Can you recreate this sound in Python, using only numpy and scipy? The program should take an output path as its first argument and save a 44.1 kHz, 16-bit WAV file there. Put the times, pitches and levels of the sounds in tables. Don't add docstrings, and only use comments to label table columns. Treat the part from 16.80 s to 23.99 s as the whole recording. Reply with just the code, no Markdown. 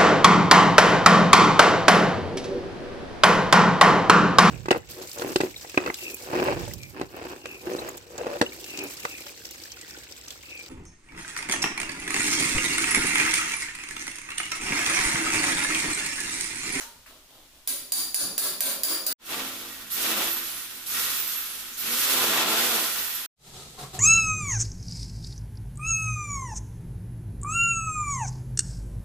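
import sys
import numpy as np
from scipy import signal
from scipy.fft import rfft, irfft, next_fast_len
from scipy.io import wavfile
from scipy.ndimage import minimum_filter1d

SR = 44100
rng = np.random.default_rng(int(sys.argv[2]) if len(sys.argv) > 2 else 0)


def transcribe(signal):
    frames = np.atleast_2d(signal).T
    limited = np.clip(frames, -1, 1)
    pcm = np.round(limited * 32767).astype(np.int16)
    wavfile.write(sys.argv[1], SR, pcm)


N = 317065
TIME = np.arange(N) / SR
CUTOFF_HZ = 15450
FREE_TURNS_PER_S, SPIN_UP_S, COAST_S = 278, .065, 1.0


# frequency in Hz, left minus right in dB.
GRINDER_BALANCE = [(60, 2), (150, -0.5), (380, 1), (950, -1.5), (2380, 0.5), (5980, 0.5), (15000, -8.5)]

def grinder(throb=0.033, boom_hz=352, gear_order=30):
    speed, current, load = motor()
    bite_gain, boom_gain, rush_gain, hiss_gain, whine_gain = grinder_levels(speed, current, load)
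    turns = np.cumsum(speed * (1 + 0.0013 * drift(150))) / SR
    contact = 1 + throb * np.cos(2 * np.pi * turns)
    grains = grit(per_s=5500, spread_db=3) * contact * from_db(drift(40))
    wobble = disc_wobble(speed, turns, load)
    bite = disc_bite(grains, wobble)
    boom = filtered(bite, lambda hz: 1 / (1 + (hz / boom_hz) ** 10))
    rush, hiss = gears_and_fan(contact)
    out = bite_gain * (bite - boom) + boom_gain * boom + rush_gain * rush + hiss_gain * hiss
    out += whine_gain * from_db(5) * motor_whine(speed, turns)
    out += from_db(-40.5) * wobble
    restart = current * (TIME > TRIGGER_HELD[0][1])
    out += from_db(-40) * restart * np.sin(2 * np.pi * gear_order * turns)
    return placed(out + switch_clicks() + frame_hum(), GRINDER_BALANCE)


TRIGGER_HELD = [(2.395, 2.485), (3.103, 3.184), (4.06, 4.154), (4.97, 5.87)]
# time in seconds, share of full load.
DISC_LOAD = [(5.0, 0), (5.06, .22), (5.16, .17), (5.24, 0), (5.29, 0), (5.35, .18), (5.49, .42),
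             (5.56, .88), (5.62, .92), (5.7, .55), (5.77, .37), (5.87, .225), (6.0, 0)]

def motor(load_sag=.46):
    load = np.interp(TIME, *np.transpose(DISC_LOAD))
    speed, current = np.zeros(N), np.zeros(N)
    for on_s, off_s in TRIGGER_HELD:
        on, off = int(on_s * SR), int(off_s * SR)
        current[on:off] = (1 - speed[on] / FREE_TURNS_PER_S) * np.exp(-TIME[:off - on] / SPIN_UP_S)
        speed[on:off] = FREE_TURNS_PER_S * (1 - current[on:off]) * (1 - load_sag * load[on:off])
        speed[off:] = speed[off - 1] * np.exp(-TIME[:N - off] / COAST_S)
    return speed, current, load


# start, length and rise time in seconds, bite level in dB,
# wall boom in dB compared with the bite.
WALL_PRESSES = [(2.469, 0.14, 0.052, -38, 0), (2.805, .02, 0.0099, -45.5, -14), (3.156, 0.24, 0.11, -35, 0),
                (4.078, 0.33, 0.073, -50.5, -1), (5.007, 0.11, 0.069, -47, 3),
                (5.206, 0.46, 0.22, -30, -5.5), (5.669, 0.32, 0.021, -33.5, -4),
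                (6.126, 0.048, 0.03, -46.5, -2)]

def grinder_levels(speed, current, load):
    air_facing, whine_facing, sparks = from_db(facing_now()[:3])
    pace = lagged(speed / FREE_TURNS_PER_S, 0.023)
    bites, booms = [], []
    for start, length, rise_s, bite_db, boom_db in WALL_PRESSES:
        press = from_db(bite_db) * swell(start, length, rise_s, fall_db_per_s=58.5)
        bites.append(press)
        booms.append(press * from_db(boom_db))
    skipping = from_db(1.3 * drift(50))
    bite = together(from_db(-57), *bites) * skipping
    boom = together(from_db(-52), *booms)
    rush = together(air_facing * from_db(-32) * pace ** 1.97, from_db(-0.5) * bite)
    air = air_facing * from_db(-26) * pace ** 2.135
    hiss = together(air, from_db(-6) * bite, sparks * lagged(current, 0.0057))
    running_free = (1 - lagged(load, SPIN_UP_S)) ** 2 / (1 + (bite / from_db(-35)) ** 2)
    whine = whine_facing * running_free * together(air, from_db(-24) * current)
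    return bite, boom, rush, hiss, whine


# frequency in Hz, level in dB.
BITE_TONE = [(60, -38.5), (120, -30.5), (160, -23), (210, 5.5), (270, 0), (400, -3), (650, -1), (1050, -1),
             (1600, -8), (3500, -12), (8000, -7.5), (16000, -62)]
# pitch in Hz, level in dB.
WALL_NOTES = [(129.2, -61.5), (161.5, -55.5), (263.8, -47.5), (333.8, -45.5), (409.1, -49), (473.7, -47),
              (554.5, -48.5), (662.1, -46), (716.0, -52.5), (748.3, -53), (791.3, -52), (877.5, -50),
              (1017, -45), (1147, -47.5)]

def disc_bite(grains, wobble):
    width_hz = 13
    wall = resonate(noise(), [(hz, width_hz, db) for hz, db in WALL_NOTES])
    chips = around(grit(per_s=260, spread_db=-2), centre_hz=3200, steepness=1.7)
    bite = from_db(-4) * (coloured(grains, BITE_TONE) + wall)
    bite += from_db(4.5) * wobble + from_db(-9.5) * chips
    return high_pass(bite, 116)


# multiple of the disc's speed, level in dB.
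WOBBLE_NOTES = [(.5, -14.5), (1, -12), (1.5, -14), (2, -14.5), (3, -21), (4, -25), (5, -22), (6, -20.5)]

def disc_wobble(speed, turns, load):
    snagged = turns + 0.08 * drift(40)
    wobble = sum(from_db(db + 2 * drift(14)) * np.sin(2 * np.pi * order * snagged)
                 for order, db in WOBBLE_NOTES)
    return wobble * np.minimum(speed / 250 + load, 1) ** 5


# frequency in Hz, level in dB.
RUSH_TONE = [(300, -59.5), (800, -10), (1400, 3), (2000, 1), (2700, 3), (3600, 3.5), (5000, -3.5),
             (7000, -7.5), (10000, -16), (16000, -32)]
HISS_TONE = [(1500, -13), (4000, 1), (5500, 2), (8000, 0.5), (10000, 1.5), (12300, 5.5), (14000, 2),
             (16000, -2.5)]
# pitch in Hz, width in Hz, level in dB.
DISC_NOTES = [(1233, 27, -1), (1355, 40, 4.5), (1460, 45, 0.5), (1891, 35, 5.5), (2240, 72, -3.5),
              (2650, 32, 5.5), (3395, 32, 6)]

def gears_and_fan(contact):
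    rush = coloured(grit(per_s=14000, spread_db=-1.5) * contact, RUSH_TONE)
    rush *= from_db(3 + .5 * drift(35))
    hiss = coloured(noise(), HISS_TONE) * from_db(3.5 + drift(45))
    singing = from_db(-4.5 + 2 * drift(13)) * resonate(noise(), DISC_NOTES)
    return rush + singing, hiss


def motor_whine(speed, turns, cycles_per_turn=80, echo_t60=.16, flutter_db=3):
    housing_hz, width_hz = facing_now()[-2:]
    pitch_hz = cycles_per_turn * speed
    housing = 1 / (1 + ((pitch_hz - housing_hz) / (width_hz / 2)) ** 2) ** 2
    flutter = from_db(flutter_db * drift(30))
    tone = flutter * housing * np.sin(2 * np.pi * cycles_per_turn * turns) * (pitch_hz < CUTOFF_HZ)
    echoes = energy_one(noise(SR // 2) * dying(echo_t60, SR // 2))
    return from_db(-15) * tone + from_db(1) * signal.fftconvolve(tone[None], echoes, axes=-1)[:, :N]


# air and gear noise, motor whine and brush sparks
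# in dB, then the pitch and width of the housing's ring in Hz.
BURST_FACING = [(-6, -35, -67, 12400, 4200), (0, 1.5, -37, 13000, 6600), (-0.5, 0, -31, 13200, 5700),
                (-0.5, -0.5, -29.5, 13500, 5000)]

def facing_now():
    starts = np.array(TRIGGER_HELD)[:, 0]
    burst = np.maximum(np.searchsorted(starts, TIME) - 1, 0)
    return np.array(BURST_FACING)[burst].T


# start and length in seconds, level in dB, centre pitch in Hz.
START_CLICKS = [(3.113, .005, -35, 12800), (4.93, .006, -42.5, 6500)]

def switch_clicks():
    return sum(from_db(db) * swell(start, length, rise_s=.003) * around(noise(), hz, steepness=7.9)
               for start, length, db, hz in START_CLICKS)


# start in seconds, level of the low and of the high notes in dB.
FRAME_SHAKES = [(2.5, -43.5, -48), (3.249, -57, -40)]
# pitch in Hz, level in dB, ring time in seconds.
FRAME_NOTES = [
    [(109.5, -17, 8.8), (159, -21, 2.8), (215, -8.5, 3.1), (266, -1, 2.05), (308, -3.5, 1.4)],
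    [(339, 4, 1.4), (454, -11, 1)],
]

def frame_hum():
    out = np.zeros(N)
    for start, *groups_db in FRAME_SHAKES:
        for shake_db, group in zip(groups_db, FRAME_NOTES):
            for hz, db, t60 in group:
                hum = np.sin(2 * np.pi * (hz * TIME + .05 * drift(12)))
                out += from_db(shake_db + db) * swell(start, 0, rise_s=0.1, fall_db_per_s=60 / t60) * hum
    return out


# frequency in Hz, left minus right in dB.
CHISEL_BALANCE = [(60, -11), (150, 1), (380, -1), (950, -0.5), (2380, 0), (5980, 2.5), (15000, -4)]

def chiselling():
    scratches = tip_scratches()
    work = placed(hammer() + scratches, CHISEL_BALANCE)
    return gain_control(work) + wall_knocks()


HAMMER_BLOWS = [(0.006, -6.5, -6.5, -25, -24, -30, -30, -30, -30),
                (0.263, -20.5, 1.5, -19, -25, -20, -25, -25, -25),
                (0.8744, 9.5, -17.5, -13, -10.5, -8.5, -25, -10, -15),
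                (1.1204, 13.5, -16.5, -27, -7.5, -3.5, -14, -9, -12),
                (1.3443, 13, -12.5, -20, -9.5, -4, -21, -13, -17),
                (1.5794, 15.5, -12.5, -26, -11, -5.5, -14, -13, -17),
                (1.8064, 14.5, -8, -14, -14, -8, -7, -2, -20),
                (2.034, 13.5, -7, -23, -5.5, -4.5, -10, -13, -5),
                (2.2646, 11, -10, -27, -8.5, -11, -10, -10, -4)]
# frequency in Hz, level in dB.
THUD_TONE = [(50, -35), (110, -23), (170, -7.5), (260, 1.5), (420, -1.5), (500, -3.5), (630, 1.5),
             (800, -5.5), (1050, 1), (1600, 2), (1850, -5), (2500, -1.5), (4000, -1), (9000, -8)]

def hammer(thud_t60=0.19, tick_t60=.012):
    struck, direct, size = np.zeros(N), np.zeros(N), SR // 2
    for start_s, force_db, thud_db, direct_db, *rings_db in HAMMER_BLOWS:
        blow = plaster_crack(size)
        thud = coloured(rng.standard_normal(size), THUD_TONE) * dying(thud_t60, size)
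        blow += from_db(thud_db) * energy_one(thud) + chisel_ring(rings_db, size)
        tick = around(rng.standard_normal(size), centre_hz=5600, steepness=1.4) * dying(tick_t60, size)
        close = from_db(direct_db) * blow + from_db(-20) * energy_one(tick)
        start = round(start_s * SR)
        struck[start:start + size] += from_db(force_db) * blow
        direct[start:start + size] += from_db(force_db) * close
    return high_pass(corner(direct) + room(struck), 140)


# frequency in Hz, level in dB.
CRACK_TONE = [(300, -37), (900, -16.5), (1700, -9.5), (2900, -10.5), (3900, 1), (5400, 0), (7000, 0),
              (7900, 1), (9200, 6.5), (10300, 7), (11200, 1), (13300, 3), (15000, 0.5)]

def plaster_crack(size, crack_t60=0.014, crumble_t60=0.044):
    fade = dying(crack_t60, size) + from_db(-5) * dying(crumble_t60, size)
    spectrum = rfft(rng.standard_normal(size) * fade)
    flat = spectrum / np.abs(spectrum)
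    tone = from_db(at_hz(CRACK_TONE, np.fft.rfftfreq(size, 1 / SR)))
    return energy_one(irfft(flat * tone, size) * dying(10 * crack_t60, size))


# pitch in Hz, level in dB, ring time in seconds.
CHISEL_NOTES = [
    [(1610, -18.5, 0.082), (4673, -1, 0.041), (4880, -8, .025)],
    [(5770, -13.5, 0.02), (6920, -9.5, 0.032), (8700, -18, 0.032), (9200, -7, 0.023), (9280, -4, .02),
     (10220, 2, 0.018), (10630, -11.5, 0.012)],
    [(11730, -2, .04)],
    [(14300, -12, .02), (14640, -2, .013)],
    [(14850, -8, .02), (15500, 1.5, 0.025)],
]

def chisel_ring(groups_db, size, ring_db=-0.5, detune=.001, spread_db=1):
    out = np.zeros(size)
    for group_db, group in zip(groups_db, CHISEL_NOTES):
        for hz, db, t60 in group:
            gripped_hz = hz * (1 + detune * rng.standard_normal())
            note = np.sin(2 * np.pi * (gripped_hz * TIME[:size] + rng.random())) * dying(t60, size)
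            grip_db = spread_db * rng.standard_normal()
            out += from_db(ring_db + group_db + db + grip_db) * energy_one(note)
    return out


# start and length in seconds, level in dB.
TIP_STROKES = [(0.272, 0.059, -53), (0.483, 0.12, -54.5), (0.724, 0.027, -59.5)]
# frequency in Hz, level in dB.
TIP_TONE = [(59, -35.5), (100, -10.5), (238, -10.5), (275, -4), (362, -5.5), (457, -12.5), (601, -4),
            (727, -7.5), (1230, -12), (2370, -29), (3180, -8), (6120, -21.5), (15500, -17.5)]

def tip_scratches():
    strokes = sum(from_db(db) * swell(start, length, rise_s=0.033, fall_db_per_s=81)
                  for start, length, db in TIP_STROKES)
    return strokes * coloured(grit(per_s=6600, spread_db=-2), TIP_TONE)


# start and length in seconds, level in dB, centre pitch in Hz, narrowness.
WALL_KNOCKS = [(0.006, 0.014, -40.5, 1680, 1.9), (0.006, .015, -42.5, 6140, 7.2),
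               (0.007, 0.15, -58.5, 925, 31), (0.148, 0.036, -62.5, 90, 1.8),
               (0.261, 0.0036, -50, 1700, 2.8), (1.417, 0.12, -46, 229, 1.35)]

def wall_knocks():
    field = noise()
    return sum(from_db(db) * swell(start, length, rise_s=length / 10) * around(field, hz, narrowness)
               for start, length, db, hz, narrowness in WALL_KNOCKS)


def gain_control(x, threshold_db=-23, window_s=0.0015, attack_s=.0007, hold_s=0.0088,
                 release_db_per_s=163):
    level_db = 10 * np.log10(lagged(np.mean(x ** 2, axis=0), window_s) + 1e-12)
    excess_db = np.maximum(level_db - threshold_db, 0)
    half = int(hold_s * SR / 2)
    held_db = -minimum_filter1d(-excess_db, 2 * half + 1, origin=half, mode="nearest")
    recovery_db = release_db_per_s * TIME
    cut_db = np.maximum.accumulate(held_db + recovery_db) - recovery_db
    return x * from_db(-lagged(cut_db, attack_s))


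# start and length in seconds, gritty hiss and frame rumble in dB.
SLAB_SHOVES = [(6.53, 0.87, -51, -51), (6.712, 0.096, -45, -50.5)]
# start and length in seconds, level in dB, centre pitch in Hz.
SLAB_JUDDERS = [(6.974, 0.065, -43, 940), (7.127, 0.032, -40.5, 450)]
# pitch in Hz, width in Hz, level in dB.
STONE_NOTES = [(382, 27, -3), (738, 27, 0), (1090, 100, -7), (1290, 63, -12), (1580, 94, -14),
               (1840, 47, -12)]
# frequency in Hz, level in dB.
SCRAPE_TONE = [(150, -43), (250, -18), (414, -1), (507, -7), (978, -7.5), (1080, -32), (1280, -3),
               (1490, -19), (2700, -13), (3830, -5), (5500, -11.5), (8000, -8.5), (11300, -21),
               (14000, -31)]
RUMBLE_TONE = [(30, -3), (75, 2), (105, -10), (133, 9), (165, 0), (230, -5.5), (290, -12), (400, -14),
               (900, -19)]
# frequency in Hz, left minus right in dB.
SLAB_BALANCE = [(60, 0.5), (380, -1.7), (2380, 0.16), (15000, 0.99)]

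def slab():
    out, hiss_gain, rumble_gain = 0, 0, 0
    for start, length, hiss_db, rumble_db in SLAB_SHOVES:
        shove = swell(start, length, rise_s=0.042, fall_db_per_s=76)
        hiss_gain = together(hiss_gain, from_db(hiss_db) * shove)
        rumble_gain = together(rumble_gain, from_db(rumble_db) * shove)
    for start, length, db, hz in SLAB_JUDDERS:
        judder = from_db(db) * swell(start, length, rise_s=0.019)
        stone = resonate(grit(per_s=1600, spread_db=2.5), STONE_NOTES)
        out += judder * around(stone, hz, steepness=1.5)
        hiss_gain = together(hiss_gain, judder)
        rumble_gain = together(rumble_gain, from_db(1.5) * judder)
    out += hiss_gain * coloured(grit(per_s=6000, spread_db=0), SCRAPE_TONE)
    out += rumble_gain * coloured(noise(), RUMBLE_TONE)
    out += from_db(-16) * hiss_gain * resonate(noise(), STONE_NOTES)
    return placed(out, SLAB_BALANCE)


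# delay in seconds, level in dB compared with the direct sound.
CORNER_ECHOES = [(.0034, -13), (.0075, -2)]

def corner(x):
    out = np.array([x, x])
    for delay_s, db in CORNER_ECHOES:
        for ear in out:
            lag = int(delay_s * rng.uniform(.85, 1.15) * SR)
            ear[lag:] += from_db(db) * x[:-lag]
    return out


# frequency in Hz, seconds to fade by 60 dB.
ECHO_TIMES = [(150, 1.4), (500, 1.05), (1500, 0.68), (4500, 0.72), (9000, 0.48), (15000, 0.55)]

def room(x, early_db=-13.5, early_t60=0.19):
    field, tail = noise(SR), 0
    centres, fade_times = np.transpose(ECHO_TIMES)
    for share, t60 in zip(np.eye(len(centres)), fade_times):
        band = filtered(field, lambda hz: at_hz(np.c_[centres, share], hz))
        tail += band * dying(t60, SR)
    early = noise(SR) * dying(early_t60, SR)
    response = energy_one(tail) + from_db(early_db) * energy_one(early)
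    return signal.fftconvolve(x[None], response, axes=-1)[:, :N]


# frequency in Hz, level in dB.
BACKGROUND_TONE = [(20, 3.5), (35, -38.5), (52, 6.5), (80, -13), (150, -14.5), (300, -17.5), (700, -21),
                   (2000, -12), (6000, -13), (16000, -17.5)]

def room_background():
    return from_db(-55) * coloured(noise(), BACKGROUND_TONE)


# frequency in Hz, likeness from 0 to 1.
EAR_LIKENESS = [(100, 0.93), (250, 0.97), (500, 0.89), (1000, 0.76), (2000, 0.064), (4000, 0.068),
                (8000, 0.047), (15000, 0.017)]

def diffuse(pair):
    signs = np.array([[1], [-1]])
    mid, side = filtered(pair, lambda hz: np.sqrt(1 + signs * at_hz(EAR_LIKENESS, hz)))
    return np.array([mid + side, mid - side]) / np.sqrt(2)


def noise(size=N):
    return diffuse(rng.standard_normal((2, size)))


def grit(per_s, spread_db):
    breaks = rng.random((2, N)) < per_s / SR
    sizes = rng.standard_normal((2, N)) * from_db(spread_db * rng.standard_normal((2, N)))
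    return rms_one(diffuse(breaks * sizes))


def drift(turns_per_s):
    points = rng.standard_normal(N // 8)
    return rms_one(np.interp(TIME * turns_per_s, np.arange(len(points)), points))


def swell(start, length, rise_s, fall_db_per_s=220):
    rise = np.clip((TIME - start) / rise_s, 0, 1)
    return rise * from_db(-fall_db_per_s * np.maximum(TIME - start - length, 0))


def dying(t60, size):
    return np.exp(-np.log(1000) * TIME[:size] / t60)


def lagged(x, lag_s):
    r = np.exp(-1 / (lag_s * SR))
    return signal.lfilter([1 - r], [1, -r], x)


def resonate(x, notes):
    out = 0
    for hz, width_hz, db in notes:
        r = np.exp(-np.pi * width_hz / SR)
        gain = (1 - r * r) / 2
        feedback = [1, -2 * r * np.cos(2 * np.pi * hz / SR), r * r]
        out += from_db(db) * signal.lfilter([gain, 0, -gain], feedback, x)
    return rms_one(out)


def filtered(x, gain_at):
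    size = next_fast_len(x.shape[-1])
    gains = gain_at(np.fft.rfftfreq(size, 1 / SR))
    return irfft(rfft(x, size) * gains, size)[..., :x.shape[-1]]


def coloured(x, tone):
    return rms_one(filtered(x, lambda hz: from_db(at_hz(tone, hz))))


def around(x, centre_hz, steepness):
    return rms_one(filtered(x, lambda hz: 1 / (1 + (steepness * np.log((hz + 1) / centre_hz)) ** 2)))


def placed(x, balance):
    return filtered(x, lambda hz: from_db(np.array([[.5], [-.5]]) * at_hz(balance, hz)))


def low_pass(x, hz):
    return signal.sosfilt(signal.ellip(12, .1, 80, hz, fs=SR, output="sos"), x)


def high_pass(x, hz):
    return signal.sosfilt(signal.butter(4, hz, "high", fs=SR, output="sos"), x)


def at_hz(table, hz):
    frequencies, values = np.transpose(table)
    return np.interp(np.log(hz + 0.00094), np.log(frequencies), values)


def from_db(db):
    return 10 ** (np.asarray(db) / 20)


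def rms_one(x):
    return x / np.sqrt(np.mean(x ** 2) + 1e-20)


def energy_one(x):
    return rms_one(x) / np.sqrt(x.shape[-1])


def together(*gains):
    return np.sqrt(sum(gain ** 2 for gain in gains))


def heard_during(span, fade_in_s, cut_s=0.0011):
    start, end = span
    return np.clip((TIME - start) / fade_in_s, 0, 1) ** 2 * np.clip(1 - (TIME - end) / cut_s, 0, 1)


SCENE_SPANS = [(0, 2.328), (2.38, 6.461), (6.555, 7.2)]

def scene():
    chisel_span, grinder_span, slab_span = SCENE_SPANS
    background = room_background()
    out = heard_during(chisel_span, fade_in_s=0.0011) * (chiselling() + background)
    out += heard_during(grinder_span, fade_in_s=0.047) * (grinder() + background)
    out += heard_during(slab_span, fade_in_s=0.12) * low_pass(slab() + background, hz=14400)
    return out


def record(dry):
    return low_pass(dry, CUTOFF_HZ)


dry = scene()
out = record(dry)
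transcribe(out)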